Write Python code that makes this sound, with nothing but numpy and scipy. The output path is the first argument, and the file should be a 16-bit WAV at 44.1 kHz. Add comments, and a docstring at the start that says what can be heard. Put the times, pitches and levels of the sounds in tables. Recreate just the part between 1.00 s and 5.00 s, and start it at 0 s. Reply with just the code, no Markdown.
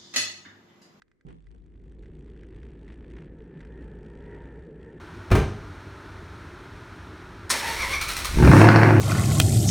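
"""On an asphalt road, a scooter starts to roll and gathers speed, heard from a mount on its frame.
After a few light clicks of loose parts, the wheels set off with a bump. The road's grain drives the
frame's resonances and shakes the springy mount, which ticks against its stop at each swing. Wind
buffets the microphone, grit crackles under the tyres, and they hum, then sing as they scrub in the bend."""
import sys
import numpy as np
from scipy import signal
from scipy.fft import rfft, irfft
from scipy.io import wavfile
from scipy.ndimage import map_coordinates

SR = 44100
rng = np.random.default_rng(int(sys.argv[2]) if len(sys.argv) > 2 else 0)


def master(y):
    """Save y as 16-bit WAV."""
    cut = np.clip(np.atleast_2d(y).T, -1, 1)
    pcm = np.round(cut * 32767)  # scale
    wavfile.write(sys.argv[1], SR, pcm.astype(np.int16))


N = 176400
TIME = np.arange(N) / SR
START_S = .25   # the wheels begin to roll

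# Strength of the mount's swing and of the wind: time_s, level_db
SWAY_LEVELS = [(0.26, -54), (0.31, -49), (0.35, -58), (1.03, -46), (2.39, -47), (2.51, -61), (2.64, -45.5),
               (3.17, -48.5), (3.62, -46.5), (3.67, -58.5), (3.82, -47), (3.98, -50.5)]
# Road rumble in the frame: time_s, level_db
RUMBLE_LEVELS = [(0.26, -58.5), (0.29, -50), (0.45, -74), (0.56, -54.5), (0.58, -65), (1.02, -52),
                 (3.46, -47.5), (3.66, -52.5), (3.68, -45), (3.76, -51.5), (3.97, -48), (3.98, -55.5)]


def from_db(db):
    """Decibels to amplitude ratio."""
    return 10 ** (np.asarray(db) / 20)


def rms_one(x):
    """Normalisation to rms 1."""
    return x / np.sqrt(np.mean(x ** 2) + 1e-20)


def level(rows):
    """Amplitude envelope through rows of time_s, level_db; silent until the wheels roll."""
    return from_db(np.interp(TIME, *np.transpose(rows))) * np.clip((TIME - START_S) / 0.002, 0, 1)


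def noise():
    """White Gaussian noise."""
    return rng.standard_normal(N)


def coloured(x, spectrum):
    """Minimum-phase filtering by rows of frequency_hz, level_db; rms 1."""
    half = 4096
    hz, db = np.transpose(spectrum)
    gains = from_db(np.interp(np.log(np.linspace(0, SR / 2, half + 1) + 1), np.log(hz), db))
    cepstrum = irfft(np.log(gains))
    cepstrum[1:half] *= 2   # folding the cepstrum makes the filter causal
    cepstrum[half + 1:] = 0
    response = irfft(np.exp(rfft(cepstrum)))[:half]
    return rms_one(signal.oaconvolve(x, response)[:N])


def drift(rate_hz):
    """Slow random modulation: low-passed noise of rms about 1."""
    step = 40   # samples per control point
    r = np.exp(-2 * np.pi * step * rate_hz / SR)
    slow = signal.lfilter([1], [1, -2 * r, r * r], rng.standard_normal(N // step + 2002))[2000:]
    return np.interp(np.arange(N) / step, np.arange(len(slow)), rms_one(slow))


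def wavering(hz, wobble, swell_db):
    """A sine under random frequency and amplitude modulation; rms 1."""
    phase = 2 * np.pi * np.cumsum(hz * (1 + wobble * drift(19.9))) / SR
    return rms_one(np.sin(phase) * from_db(swell_db * drift(12)))


def resonant_noise(hz, widths_hz):
    """Forced response to white noise of resonators in series, one per bandwidth; rms 1."""
    x = noise()
    for width_hz in widths_hz:
        r = np.exp(-np.pi * width_hz / SR)
        x = rms_one(signal.lfilter([1, 0, -1], [1, -2 * r * np.cos(2 * np.pi * hz / SR), r * r], x))
    return x


def ring(hits, hz, t60_s):
    """Free decay of one mode: a unit impulse starts a damped sine of height 1."""
    r, w = np.exp(-np.log(1000) / (t60_s * SR)), 2 * np.pi * hz / SR
    return signal.lfilter([0, np.sin(w)], [1, -2 * r * np.cos(w), r * r], hits + 1e-18)


def glide(x, ratio):
    """Resampling scales every frequency by a changing ratio."""
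    return map_coordinates(x, [np.cumsum(ratio)], order=1, mode="wrap")


def bursts(at, gains, decay_s, rise_s):
    """Noise bursts with exponential rise and decay, starting at the given samples."""
    impulses = np.zeros(N)
    impulses[np.clip(at, 0, N - 1)] = gains
    fall, rise = np.exp(-1 / (np.array([decay_s, rise_s]) * SR + .1))
    return signal.lfilter([1 - rise], np.poly([fall, rise]), impulses + 1e-18) * noise()


def air():
    """Ambient noise: faint, stationary and strongest at low frequencies."""
    # Spectrum of the background: frequency_hz, level_db
    spectrum = [(15, -35), (25, 4), (128, -0.5), (385, -1), (838, -25), (2020, -16.5), (2730, -32.5),
                (7440, -39.5), (10000, -42.5), (13100, -80), (22000, -120)]
    return from_db(-73.5) * coloured(noise(), spectrum)


def knocks():
    """Impact excitation: each knock is a crack that sets the modes of the metal parts ringing."""
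    # Knocks of loose parts and stones: start_s, level_db, pitch_hz
    impacts = [(0.0198, -41.5, 1440), (0.0808, -62.5, 1700), (0.115, -56.5, 1700), (0.2099, -57.5, 1600),
               (0.2872, -51, 2000), (.313, -61, 2100), (0.469, -52, 2080), (1.0343, -52, 1800),
               (1.058, -49.5, 2480), (1.363, -52, 2000), (1.434, -49, 2130), (1.553, -69, 1250),
               (1.6308, -48.5, 1960), (1.8793, -46.5, 2050), (1.93, -51, 2400), (2.111, -50, 2400),
               (2.1655, -48, 1900), (2.6054, -41.5, 2220), (2.613, -48.5, 2600), (2.65, -46, 1300)]
    # Modes of the metal parts: frequency_hz, level_db, t60_s
    modes = [(1310, -2.5, 0.011), (1596, 0.5, 0.019), (2000, -0.5, 0.021), (2480, -11, 0.028),
             (3380, -3, 0.0047), (3940, -12, 0.0089), (5460, -11.5, 0.01)]
    start_s, db, pitch_hz = np.transpose(impacts)
    at = (start_s * SR).astype(int)
    octaves_off = np.abs(np.log2(np.array(modes)[:, 0] / pitch_hz[:, None]))
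    scatter_db = 2 * rng.standard_normal(octaves_off.shape)
    # Modes weaken with their distance from the knock's pitch.
    strengths = from_db(db[:, None] - 3.5 - 6.5 * octaves_off + scatter_db)
    crack = bursts(at, from_db(db - 9.5), decay_s=0.0033, rise_s=0.00019)
    out = signal.sosfilt(signal.butter(2, [1000, 5500], "band", fs=SR, output="sos"), crack)
    for k, (hz, mode_db, t60_s) in enumerate(modes):
        hits = np.zeros(N)
        hits[at] = strengths[:, k] * from_db(mode_db) * (-1) ** k
        out += ring(hits, hz, t60_s)
    return out


def bump():
    """Impulse response: setting off jolts the frame at its lowest resonance."""
    return from_db(-47) * ring(signal.unit_impulse(N, int(START_S * SR)), hz=160.7, t60_s=0.39)


def mount_swing():
    """Mass-spring resonance: the road shakes the mount near its natural frequency, slowly quickening."""
    hz = 54.66 * (1 + .03 * (TIME - TIME.mean()))
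    return wavering(hz, wobble=.075, swell_db=2.6)


def frame_rumble():
    """Forced vibration: the road's grain drums through the frame, which booms at its lowest resonance."""
    # Response of the frame: frequency_hz, level_db
    spectrum = [(20, -12), (80, -5), (120, -0.5), (200, 0.5), (260, 0.5), (310, 0.5), (385, 1.5), (490, -6),
                (580, -16), (720, -24.5), (1000, -30), (2000, -62)]
    # Strength of the lowest resonance: time_s, level_db
    boom_levels = [(0.26, -47.5), (0.48, -66), (1.1, -54.5), (2.16, -56.5), (2.2, -44), (2.27, -46),
                   (2.29, -60), (2.57, -40.5), (2.69, -61), (2.71, -48), (3.89, -52.5), (3.98, -46)]
    rumble = glide(coloured(noise(), spectrum), 1 + .05 * (TIME - TIME.mean()))   # climbs with speed
    boom = resonant_noise(157.3, widths_hz=(10, 80))
    boom = rms_one(boom / (np.abs(signal.hilbert(boom)) + 0.3) ** 0.61)   # partly evens out the swells
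    return from_db(1) * level(RUMBLE_LEVELS) * rumble + from_db(-2) * level(boom_levels) * boom


def wide_midrange_noise():
    """Decorrelation: a noise band follows the rumble's level and widens the image as the ride begins."""
    return from_db(-6.5) * level(RUMBLE_LEVELS) * resonant_noise(764, widths_hz=(382, 382))


def wind():
    """Turbulence: low pressure fluctuations buffet the microphone."""
    gusts = signal.sosfilt(signal.butter(2, [25.8, 115], "band", fs=SR, output="sos"), noise())
    return from_db(-5.5) * level(SWAY_LEVELS) * rms_one(gusts)


def mount_ticks(swing):
    """Contact rattle: a loose part strikes its stop at the bottom of each swing, lightly at the top."""
    # Strength of the rattle: time_s, level_db
    rattle_levels = [(.26, -88), (.29, -84.5), (.325, -83.5), (.36, -91.5), (.6, -93), (1.0, -90),
                     (1.3, -84), (1.82, -84.5), (1.89, -84.5), (2.02, -87.5), (2.12, -82.5), (2.25, -84.5),
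                     (2.29, -104), (2.38, -86), (2.53, -92.5), (2.57, -86.5), (3.2, -83.5), (3.63, -87),
                     (3.67, -92.5), (3.79, -92.5), (3.83, -81.5), (4.0, -90)]
    # Spectrum of a contact: frequency_hz, level_db
    spectrum = [(300, 6.5), (2000, 12.5), (3400, 12), (4100, 4.5), (4500, 6), (5100, -1.5), (5700, 3),
                (6500, -3.5), (7000, 2), (7500, -4.5), (8350, 4), (9150, -6), (9550, -7.5), (10500, -9)]
    # Bumps that throw the mount hard against its stop: start_s, relative_db
    hard_hits = [(.514, 13.5), (0.548, 13.5), (.663, 7), (0.921, 11), (0.992, 10), (1.192, 7.5)]
    # The loose part drags on its stop: start_s, relative_db
    drags = [(0.282, -15), (1.872, -19.5), (2.165, -17)]
    tick_s, jitter_s, rebound_db, chatter_per_s = 0.00066, 0.00064, -11, 900
    turns = signal.find_peaks(np.abs(swing), distance=SR // 200)[0]
    size_scatter, time_scatter = rng.standard_normal((len(turns), 2)).T
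    gains = np.sqrt(np.abs(swing[turns])) * from_db(2 * size_scatter + rebound_db * (swing[turns] > 0))
    contacts = bursts(turns + (jitter_s * SR * time_scatter).astype(int), gains, tick_s, tick_s)
    for events, decay_s in (hard_hits, tick_s), (drags, 0.043):
        start_s, db = np.transpose(events)
        contacts += bursts((start_s * SR).astype(int), from_db(db), decay_s, tick_s)
    touching = swing < .4 * TIME - 1   # with speed, chatter fills more of each swing
    at = np.flatnonzero((rng.random(N) < chatter_per_s / SR) & touching)
    chatter = bursts(at, from_db(-11) * rng.exponential(1, len(at)), tick_s / 2, rise_s=0)
    return from_db(12) * level(rattle_levels) * coloured(contacts + chatter, spectrum)


def grit(swing):
    """Shot noise: grains of asphalt crunch under the tyres at random, over a smooth hiss."""
    # Strength of the crunch: time_s, level_db
    crunch_levels = [(0.26, -88), (0.3, -70.5), (0.38, -92.5), (1.4, -71), (1.85, -71.5), (1.88, -64),
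                     (1.97, -73.5), (2.19, -66), (2.31, -77.5), (2.62, -68.5), (2.72, -75), (3.4, -70.5),
                     (3.67, -81.5), (3.96, -72.5)]
    # Spectrum of a grain: frequency_hz, level_db
    spectrum = [(250, -19), (500, -4.5), (850, 0), (1150, -1.5), (1500, -0.5), (1850, 3), (2200, -1),
                (3300, -8.5), (4100, -17), (5200, -26), (9000, -40)]
    grains_per_s, spread_db = 2500, 5
    sizes = from_db(spread_db * np.minimum(rng.exponential(1, N), 5)) * rng.choice([-1, 1], N)
    grains = rms_one(sizes * (rng.random(N) < grains_per_s / SR))
    hiss = from_db(-14.5) * noise()
    load = from_db(-4.5 * np.tanh(swing))   # swells each time the swing presses down
    return from_db(4) * level(crunch_levels) * coloured((grains + hiss) * load, spectrum)


def tyre_hum():
    """Tonal rolling noise: the tyres hum on a wavering note that rises with speed."""
    # Strength of the hum: time_s, level_db
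    hum_levels = [(.45, -87), (1.15, -58.5), (2.3, -62), (3.05, -55), (3.6, -53), (4.0, -49.5)]
    return level(hum_levels) * wavering(hz=354.2 + 17 * TIME, wobble=.075, swell_db=3.5)


def tyre_song():
    """Friction-excited vibration: leaning tyres scrub and sing a rough note with its octave."""
    # Strength of the singing in the bend: time_s, level_db
    song_levels = [(.5, -105), (1.5, -77.5), (2.3, -73.5), (2.55, -69), (2.75, -65.5), (3.15, -66.5),
                   (3.32, -60), (3.58, -63), (3.72, -71.5), (3.85, -64), (4.0, -67)]
    # Spectrum of the scrubbing: frequency_hz, level_db
    spectrum = [(600, -13), (780, -4.5), (930, -2.5), (1040, -15), (1200, -17.5), (1320, -4), (1450, -8),
                (1780, 0.5), (2200, -16), (2500, -14), (4000, -43)]
    whine = sum(wavering(hz=k * 911.4, wobble=.025, swell_db=4) for k in (1, 2))
    song = from_db(3) * coloured(noise(), spectrum) + from_db(-4.5) * whine
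    effort_db = np.maximum(np.interp(TIME, *np.transpose(song_levels)) + 65, -5)
    pitch_ratio = 1 + .003 * effort_db + .012 * drift(2)   # harder scrubbing sings higher
    return level(song_levels) * glide(song, pitch_ratio)


def ride(swing):
    """Superposition of the running sounds; rough patches raise ticks, crunch, rumble and hum together."""
    background = air()
    roughness_db = 1.4 * drift(9)
    crackle = from_db(roughness_db) * (mount_ticks(swing) + grit(swing))
    rumble = from_db(.35 * roughness_db) * (frame_rumble() + tyre_hum())
    sway = from_db(0.5) * level(SWAY_LEVELS) * swing
    return sway + crackle + rumble + tyre_song() + wind() + background


def scene():
    """Mid-side stereo: the image starts wide and narrows to nearly mono within the first second."""
    # Stereo width: time_s, side_gain
    widths = [(0, 1), (.4, 0.79), (.7, 0.29), (1.0, 0.07), (1.2, 0.051)]
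    swing, hits = mount_swing(), knocks()
    mid = ride(swing) + hits + bump()
    width = np.interp(TIME, *np.transpose(widths)) * (TIME < widths[-1][0])
    delayed_hits = from_db(-6) * np.roll(hits, int(0.00021 * SR))
    wide = ride(mount_swing()) + delayed_hits + wide_midrange_noise()
    side = width * wide + from_db(-30.5) * mount_ticks(swing)   # the ticks stay slightly wide
    return np.array([mid + side, mid - side])


def record(dry):
    """Band limiting: a steep low-pass filter removes the top treble."""
    stopband_db, stopband_hz = 60, 11300
    return signal.sosfilt(signal.cheby2(12, stopband_db, stopband_hz, fs=SR, output="sos"), dry)


dry = scene()
out = record(dry)
master(out)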